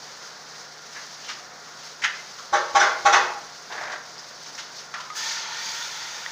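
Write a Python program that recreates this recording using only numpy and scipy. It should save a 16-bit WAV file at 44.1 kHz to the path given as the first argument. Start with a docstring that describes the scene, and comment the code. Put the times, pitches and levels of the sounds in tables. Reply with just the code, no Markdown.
"""Eggs knocked on a dish rim

Eggs are handled and knocked on a dish on a stove in a small hard kitchen, heard from behind the cook. The body
screens the direct crack, which comes mostly by way of the echoes; struck modes of the dish swell up and ring.
Short noise spatters are taps of shell and fingers, and contacts of the dragged dish; short rings are ticks.
The dish is dragged in a train of slips, then a grainy noise hiss sets in. Below lie appliance hum and a soft
rush of noise; both channels are the same."""
import sys
import numpy as np
from scipy import signal
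from scipy.fft import rfft, irfft
from scipy.io import wavfile

SR = 44100
rng = np.random.default_rng(int(sys.argv[2]) if len(sys.argv) > 2 else 0)


def master(y):
    """Save y as 16-bit WAV."""
    cut = np.clip(np.atleast_2d(y).T, -1, 1)
    pcm = np.round(cut * 32767)  # scale
    wavfile.write(sys.argv[1], SR, pcm.astype(np.int16))


N = 278491


def from_db(db):
    """Decibels to amplitude gain."""
    return 10 ** (np.asarray(db) / 20)


def rms_one(x):
    """Scale to rms 1."""
    return x / np.sqrt(np.mean(x ** 2) + 1e-20)


def in_time(rows):
    """Columns of a curve table, interpolated at every sample."""
    s, *columns = np.transpose(rows)
    return [np.interp(np.arange(N) / SR, s, column) for column in columns]


def at_hz(points, hz):
    """Read a table on a log-frequency axis."""
    table_hz, values = np.transpose(points)
    return np.interp(np.log(hz), np.log(table_hz), values)


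def drift(rate_hz):
    """Slow random curve of rms 1: noise through two equal poles, on a grid of 40 samples."""
    r = np.exp(-80 * np.pi * rate_hz / SR)
    noise = rng.standard_normal(N // 40 + 2002)
    slow = signal.lfilter([1], [1, -2 * r, r * r], noise)[2000:]  # start-up dropped
    return np.interp(np.arange(N) / 40, np.arange(len(slow)), rms_one(slow))


def fade(start_s, rise_s):
    """Gain that rises exponentially from 0 towards 1 after a moment."""
    return 1 - np.exp(-np.maximum(np.arange(N) / SR - start_s, 0) / rise_s)


def colour(x, spectrum, unit_energy=True):
    """Causal minimum-phase filter with the given spectrum, by folding its cepstrum."""
    hz = np.maximum(np.arange(8193) * SR / 16384, 1)
    cepstrum = irfft(np.log(from_db(at_hz(spectrum, hz))))
    cepstrum[1:8192] *= 2
    cepstrum[8193:] = 0
    pulse = irfft(np.exp(rfft(cepstrum)))[:8192]
    if unit_energy:
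        pulse = pulse / np.sqrt(np.sum(pulse ** 2))
    return signal.oaconvolve(x, pulse)[:N]


def split(x, hz):
    """Parts below and above a frequency."""
    return [signal.sosfilt(signal.butter(4, hz, kind, fs=SR, output="sos"), x) for kind in ("low", "high")]


def clicks(times_s, db):
    """Single-sample clicks of given levels."""
    out = np.zeros(N)
    out[np.round(np.asarray(times_s) * SR).astype(int)] = from_db(db)
    return out


def burst(x, length_s):
    """Each click becomes exponentially dying noise."""
    r = np.exp(-1 / (length_s * SR))
    return signal.lfilter([1], [1, -r], x + 1e-18) * rng.standard_normal(N)


def ring(x, hz, t60_s):
    """A damped mode: a unit click sets a sine of height 1 ringing."""
    r = from_db(-60 / (t60_s * SR))
    w = 2 * np.pi * hz / SR
    return signal.lfilter([0, np.sin(w)], [1, -2 * r * np.cos(w), r * r], x + 1e-18)


def resonance(x, hz, width_hz):
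    """Two-pole band with gain 1 at its peak."""
    r = np.exp(-np.pi * width_hz / SR)
    top = np.array([1, 0, -1]) * (1 - r * r) / 2
    return signal.lfilter(top, [1, -2 * r * np.cos(2 * np.pi * hz / SR), r * r], x)


def narrow(hz, width_hz):
    """Noise through one damped mode; rms 1."""
    t60_s = np.log(1000) / (np.pi * width_hz)
    return rms_one(ring(rng.standard_normal(N), hz, t60_s))


def wavering(hz, width_hz, wander):
    """Noise band whose centre wanders by a share of its frequency; rms about 1."""
    phase = 2 * np.pi * np.cumsum(hz * (1 + wander * drift(2.5))) / SR
    return drift(width_hz) * np.cos(phase) + drift(width_hz) * np.sin(phase)


# Steady motor tones. Each row: frequency in Hz, mean level in dB rms.
MOTOR_TONES = [(59.5, -79), (151, -65)]
# Noisy motor bands. Each row: centre in Hz, width in Hz, level in dB rms.
MOTOR_BANDS = [(121, 6.9, -72.5), (721, 3, -62), (1413, 6.8, -58)]


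def motor():
    """Appliance hum: sines drifting slightly in level and phase, plus narrow noise bands."""
    t = np.arange(N) / SR
    out = np.zeros(N)
    for hz, db in MOTOR_TONES:
        gain = np.sqrt(2) * from_db(db + 0.95 * drift(2.8))
        out += gain * np.sin(2 * np.pi * hz * t + 0.5 * drift(3.4))
    for hz, width_hz, db in MOTOR_BANDS:
        out += from_db(db) * narrow(hz, width_hz)
    return out


RUSH_DB, RUSH_TREBLE_DB, RUSH_SWAY_DB = -37, -1, 1.64
# Spectrum of the rush. Each row: frequency in Hz, relative density in dB per Hz.
RUSH_SPECTRUM = [(20, -37), (100, -26.5), (135, -12), (200, -5), (300, -8), (460, -1.5), (1100, -0.5),
                 (1500, 0), (2600, -5.5), (4600, 0.5), (6400, -3.5), (9000, -2.5), (16000, -4.5)]


def rush():
    """Air and appliance noise: shaped noise whose treble flickers in three bands."""
    low, high = split(colour(rng.standard_normal(N), RUSH_SPECTRUM), 2150)
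    high, top = split(high, 16700)
    patch_1, rest = split(high, 3770)
    patch_2, patch_3 = split(rest, 4870)
    shared_db = 0.9 * drift(5)
    treble = sum(from_db(shared_db + 1.26 * drift(33)) * patch for patch in (patch_1, patch_2, patch_3))
    air = from_db(0.41 * drift(4.2)) * low
    air += from_db(RUSH_TREBLE_DB + RUSH_SWAY_DB * drift(1.0)) * treble
    air += from_db(0.4 * drift(8)) * top
    return from_db(RUSH_DB) * air


HISS_START_S, HISS_ATTACK_S, HISS_DB, HISS_FADE_DB_PER_S = 5.148, 0.018, -35, 5
# Hiss balance. Each row: time in s, treble in dB against the body, highest band in dB against the treble.
HISS_BALANCE = [(5.14, 6.5, 19), (5.2, 8.5, 3.5), (5.29, 12.5, -1.5), (5.4, 8, -6), (5.46, 4, -7),
                (5.52, 6, -4), (5.67, 7, 4), (6.0, 5.5, 4), (6.32, 2, 4.5)]
# Spectrum of the grainy noise. Each row: frequency in Hz, relative density in dB per Hz.
HISS_SPECTRUM = [(200, -31), (500, -30), (760, -17), (900, 6), (1120, -4.5), (1400, 0.5), (1800, 0),
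                 (2700, -4.5), (3600, -2.5), (4700, 0.5), (6400, -0.5), (9000, -4), (16000, -1)]
# Hollow resonances. Each row: centre in Hz, width in Hz, level in dB against each other.
HISS_HOLLOWS = [(905, 53, -1.5), (1410, 71, 0), (1778, 42, 1), (2180, 110, -2.5), (3610, 200, 1.5),
                (4700, 240, 3), (6420, 180, -2)]


def hiss():
    """Escaping gas or steam: bright noise with hollow resonances that waver and flicker."""
    treble_db, top_db = in_time(HISS_BALANCE)
    body_db = HISS_DB - HISS_FADE_DB_PER_S * (np.arange(N) / SR - HISS_START_S)
    hollows = np.zeros(N)
    for hz, width_hz, db in HISS_HOLLOWS:
        hollows += from_db(db + 2.5 * drift(7.3)) * wavering(hz, width_hz, wander=0.03)
    noise = colour(rng.standard_normal(N), HISS_SPECTRUM)
    body, treble = split(noise + from_db(-17) * hollows, 3200)
    treble, top = split(rms_one(treble), 7800)
    jet = rms_one(body) + from_db(treble_db + 0.5 * drift(7.1)) * (treble + from_db(top_db) * top)
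    level = from_db(body_db + 0.41 * drift(13.4) + 0.23 * drift(70))
    return level * jet * fade(HISS_START_S, HISS_ATTACK_S)


DRAG_ATTACK_S, DRAG_RELEASE_S, JUDDER_HZ, JUDDER_DB = 0.0045, 0.017, 37.1, 2.5
# Drag of the dish. One row: start in s, stop in s, level in dB rms before judder and fades.
DRAG_STROKE = (3.70, 3.955, -34)
# Spectrum of the drag. Each row: frequency in Hz, relative density in dB per Hz.
DRAG_SPECTRUM = [(210, -27), (450, -10.5), (800, -1), (1230, -6.5), (1650, 1.5), (2800, -16.5), (5240, -19),
                 (16000, -22)]


def drag():
    """Dense uneven slips of the dish foot on enamel, their level swung by an unsteady judder."""
    start_s, stop_s, db = DRAG_STROKE
    sizes = from_db(2.5 * np.minimum(rng.exponential(1, N), 4))
    struck = rng.random(N) < 2500 / SR  # 2500 slips per second on average
    slips = struck * sizes * rng.choice([-1, 1], N)
    judder = np.sin(2 * np.pi * np.cumsum(JUDDER_HZ * (1 + 0.206 * drift(7.9))) / SR)
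    stroke = fade(start_s, DRAG_ATTACK_S) * (1 - fade(stop_s, DRAG_RELEASE_S))
    return from_db(db + JUDDER_DB * judder) * stroke * rms_one(colour(slips, DRAG_SPECTRUM))


TICK_OVERTONE_RATIO, OVERTONE_DB = 1.68, -4
# Hard little ticks. Each row: time in s, note in Hz, level of the note in dB, t60 in s,
# echo feed in dB against the direct tick.
TICK_NOTES = [(2.04, 1862, -21, .2, -17), (2.043, 6510, -22, 0.027, -13), (4.181, 4930, -26, 0.0066, -3),
              (4.940, 1400, -23.5, 0.0099, 6), (4.998, 1020, -32, 0.054, -6), (5.102, 1243, -28, 0.1, -11),
              (6.2621, 1900, -17.5, 0.017, -23)]


def ticks():
    """Clicks ring a note and a faster-dying overtone; returns direct sound and echo feed."""
    out = np.zeros((2, N))
    for at_s, hz, db, t60_s, echo_db in TICK_NOTES:
        blow = clicks([at_s], db)
        note = ring(blow, hz, t60_s)
        note += from_db(OVERTONE_DB) * ring(blow, hz * TICK_OVERTONE_RATIO, t60_s / 3.4)
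        note = split(note, hz / 2)[1]
        out += note * from_db([[0], [echo_db]])
    return out


TAP_WIDTH_SHARE = 0.38  # band width over centre
TAP_ECHO_DB, SNAP_ECHO_DB = -9, -7.5  # what reaches the walls
# Short noise spatters: taps of shell and fingers, and contacts of the dragged dish.
# Each row: start in s, peak in dB, centre in Hz, time to the envelope's crest in s,
# broad snap in dB against the peak.
TAP_EVENTS = [(0.948, -32.5, 1780, 0.02, -6.5), (1.224, -38.5, 3030, 0.047, -8),
              (1.282, -32.5, 1770, 0.013, 2.5), (1.328, -33, 4500, 0.0064, -12),
              (2.017, -26.5, 1990, 0.009, -4), (2.035, -13, 1740, 0.01, -12.5),
              (2.037, -16, 2840, 0.009, -11), (2.381, -31, 1250, 0.0093, -9), (3.717, -32, 3240, .006, -19),
              (3.835, -33, 4500, 0.0034, -14), (3.918, -38, 4300, 0.0049, 2),
              (3.921, -30, 1090, 0.0072, -15), (4.184, -30, 5160, 0.0073, -19),
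              (4.459, -35, 5500, 0.0055, -9), (4.549, -28, 5500, 0.0033, -16),
              (4.577, -37.5, 1610, 0.013, 5.5), (4.779, -30, 4940, 0.01, -20),
              (4.939, -26, 1800, 0.004, -4), (5, -34.5, 1210, 0.0067, 0.5)]
# Spectrum of the snap. Each row: frequency in Hz, relative density in dB per Hz.
SNAP_SPECTRUM = [(300, -20), (600, -30), (900, -6.5), (1850, -3.5), (3000, -5.5), (5500, -4.5), (9000, -7),
                 (16000, -17)]


def taps():
    """Short contacts: noise spatters in a hollow band plus a broad snap; returns direct and echo feed."""
    notes, snaps = np.zeros(N), np.zeros(N)
    t = np.arange(4000) / SR
    for at_s, db, hz, crest_s, snap_db in TAP_EVENTS:
        spatter = rng.standard_normal(len(t)) * t / crest_s * np.exp(1 - t / crest_s)
        width_hz = TAP_WIDTH_SHARE * hz
        note = resonance(resonance(spatter, hz, width_hz), hz, 2 * width_hz)
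        first = round(at_s * SR)
        where = slice(first, first + len(t))
        notes[where] += from_db(db) * note / np.abs(note).max()
        snaps[where] += from_db(db + snap_db) * spatter
    snaps = colour(snaps, SNAP_SPECTRUM)
    return notes + snaps, from_db(TAP_ECHO_DB) * notes + from_db(SNAP_ECHO_DB) * snaps


THUD_DB = -25.5  # against the knock


def thud():
    """Each blow shakes the stove and worktop: a faint low noise rumble that dies slowly."""
    s, db, _, _ = np.transpose(BLOWS)
    return split(burst(clicks(s, db + THUD_DB), length_s=0.18), 220)[0]


CONTACT_DB, CONTACT_HZ = -9.5, 620  # level against the knock


def contact():
    """First dull touch of egg on rim: one short mode, heard before the ring has built up."""
    s, db, _, _ = np.transpose(BLOWS)
    return ring(clicks(s, db + CONTACT_DB), CONTACT_HZ, t60_s=0.03)


CRACK_S, CRACK_DELAY_S = 0.007, 0.003
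# Egg on the dish rim. Each row: time in s, ring in dB, shell crack in dB against the ring,
# ring tilt in dB per octave about 1 kHz.
BLOWS = [(2.525, -20.5, 6.5, -3), (2.548, -25.5, 3, 2.5), (2.746, -15.5, 5.5, -0.5), (2.794, -26, 13, 9),
         (2.816, -25, 9.5, -8.5), (3.049, -14.5, 5.5, 0), (3.122, -20.5, 14, 6.5), (3.150, -20.5, -8, -4)]
# Modes of the dish and the stove top under it. Each row: frequency in Hz, strength in dB, t60 in s.
DISH_MODES = [(123.6, -29, 0.19), (363, -16.5, 0.14), (462.4, -24, 0.53), (565, -22, 0.12),
              (642, -22, 0.33), (700, -28, 0.15), (808.2, 7, 0.22), (819, -3.5, 0.19), (896, -6, 0.2),
              (1113, 7, 0.07), (1200, -24, 0.45), (1300, -13.5, 0.31), (1364, -11, 0.16), (1405, -4, 0.22),
              (1520, -11.5, 0.18), (1747, -19, 0.5), (1860, -19, 0.32), (2090, -29, .25),
              (2208, -17.5, 0.28), (2350, -22, 0.25), (3420, -16.5, 0.12), (3610, -17, 0.12),
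              (5530, -21, 0.063), (5900, -17.5, 0.08)]
# Spectrum of shell giving way. Each row: frequency in Hz, relative density in dB per Hz.
CRACK_SPECTRUM = [(150, -68), (250, -36), (370, -13), (750, -7.5), (1400, -1), (2200, -9.5), (2900, -17),
                  (5700, -15.5), (9000, -17), (16000, -32)]


def knocks():
    """Each blow strikes every mode with a strength of its own; returns swelling ring and shell crack."""
    s, db, crack_db, tilt_db = np.transpose(BLOWS)
    rings = np.zeros(N)
    for hz, mode_db, t60_s in DISH_MODES:
        octaves = np.log2(max(hz, 500) / 1000)  # no further tilt below 500 Hz
        uneven_db = 1.2 * rng.standard_normal(len(s))
        blows = clicks(s, db + mode_db + tilt_db * octaves + uneven_db)
        swell_hz = 35 + 0.019 * hz  # echoes pile up in step, so the ring builds after contact
        mode = ring(blows, hz, t60_s)
        rings += resonance(resonance(mode, hz, swell_hz), hz, swell_hz)
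    crack = burst(clicks(s + CRACK_DELAY_S, db + crack_db), length_s=CRACK_S)
    return rings, colour(crack, CRACK_SPECTRUM)


SWELL_S = 0.0042
# Decay of the room. Each row: frequency in Hz, t60 in s.
ROOM_DECAY = [(300, 0.81), (1000, 0.55), (3000, 0.47), (8000, 0.27), (15000, 0.22)]


def kitchen(x):
    """Room echoes: half-octave noise bands swell for some milliseconds, then die, the treble first."""
    t = np.arange(1, SR // 2) / SR
    echoes = np.zeros(len(t))
    edges_hz = 200 * 2 ** np.arange(0, 6.6, 0.5)
    for low_hz, high_hz in zip(edges_hz, edges_hz[1:]):
        band_filter = signal.butter(2, [low_hz, high_hz], "band", fs=SR, output="sos")
        band = signal.sosfilt(band_filter, rng.standard_normal(len(t)))
        t60_s = at_hz(ROOM_DECAY, np.sqrt(low_hz * high_hz))
        echoes += band * from_db(-60 * t / t60_s)
    echoes *= 1 - np.exp(-(t / SWELL_S) ** 1.9)
    return signal.oaconvolve(x, echoes / np.sqrt(np.sum(echoes ** 2)))[:N]


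RING_ECHO_DB, CRACK_DIRECT_DB, CRACK_ECHO_DB, DRAG_ECHO_DB = -7, -15, 2, -9.5


def scene():
    """Sum of direct sources, background and wall echoes, the same in both channels."""
    rings, crack = knocks()
    tap, tap_feed = taps()
    tick, tick_feed = ticks()
    slide, touch = drag(), contact()
    feed = from_db(RING_ECHO_DB) * rings + from_db(CRACK_ECHO_DB) * crack
    feed += tap_feed + tick_feed + touch + from_db(DRAG_ECHO_DB) * slide
    direct = rings + touch + from_db(CRACK_DIRECT_DB) * crack + tap + tick + slide
    mono = kitchen(feed) + direct + hiss() + rush() + motor() + thud()
    return np.array([mono, mono])


CUTOFF_HZ = 15500
# Microphone: flat, steeply dull above the presence range, a port resonance at the top.
# Each row: frequency in Hz, gain in dB.
MICROPHONE_RESPONSE = [(5800, 0), (6600, -1), (7200, -10.5), (8300, -20), (10500, -24), (13700, -29),
                       (14800, -20.5), (15600, -19)]


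def record(dry):
    """The microphone colours the sound, then a steep low-pass cuts the top."""
    heard = [colour(channel, MICROPHONE_RESPONSE, unit_energy=False) for channel in dry]
    return signal.sosfilt(signal.ellip(12, 0.5, 70, CUTOFF_HZ, fs=SR, output="sos"), heard)


dry = scene()
out = record(dry)
master(out)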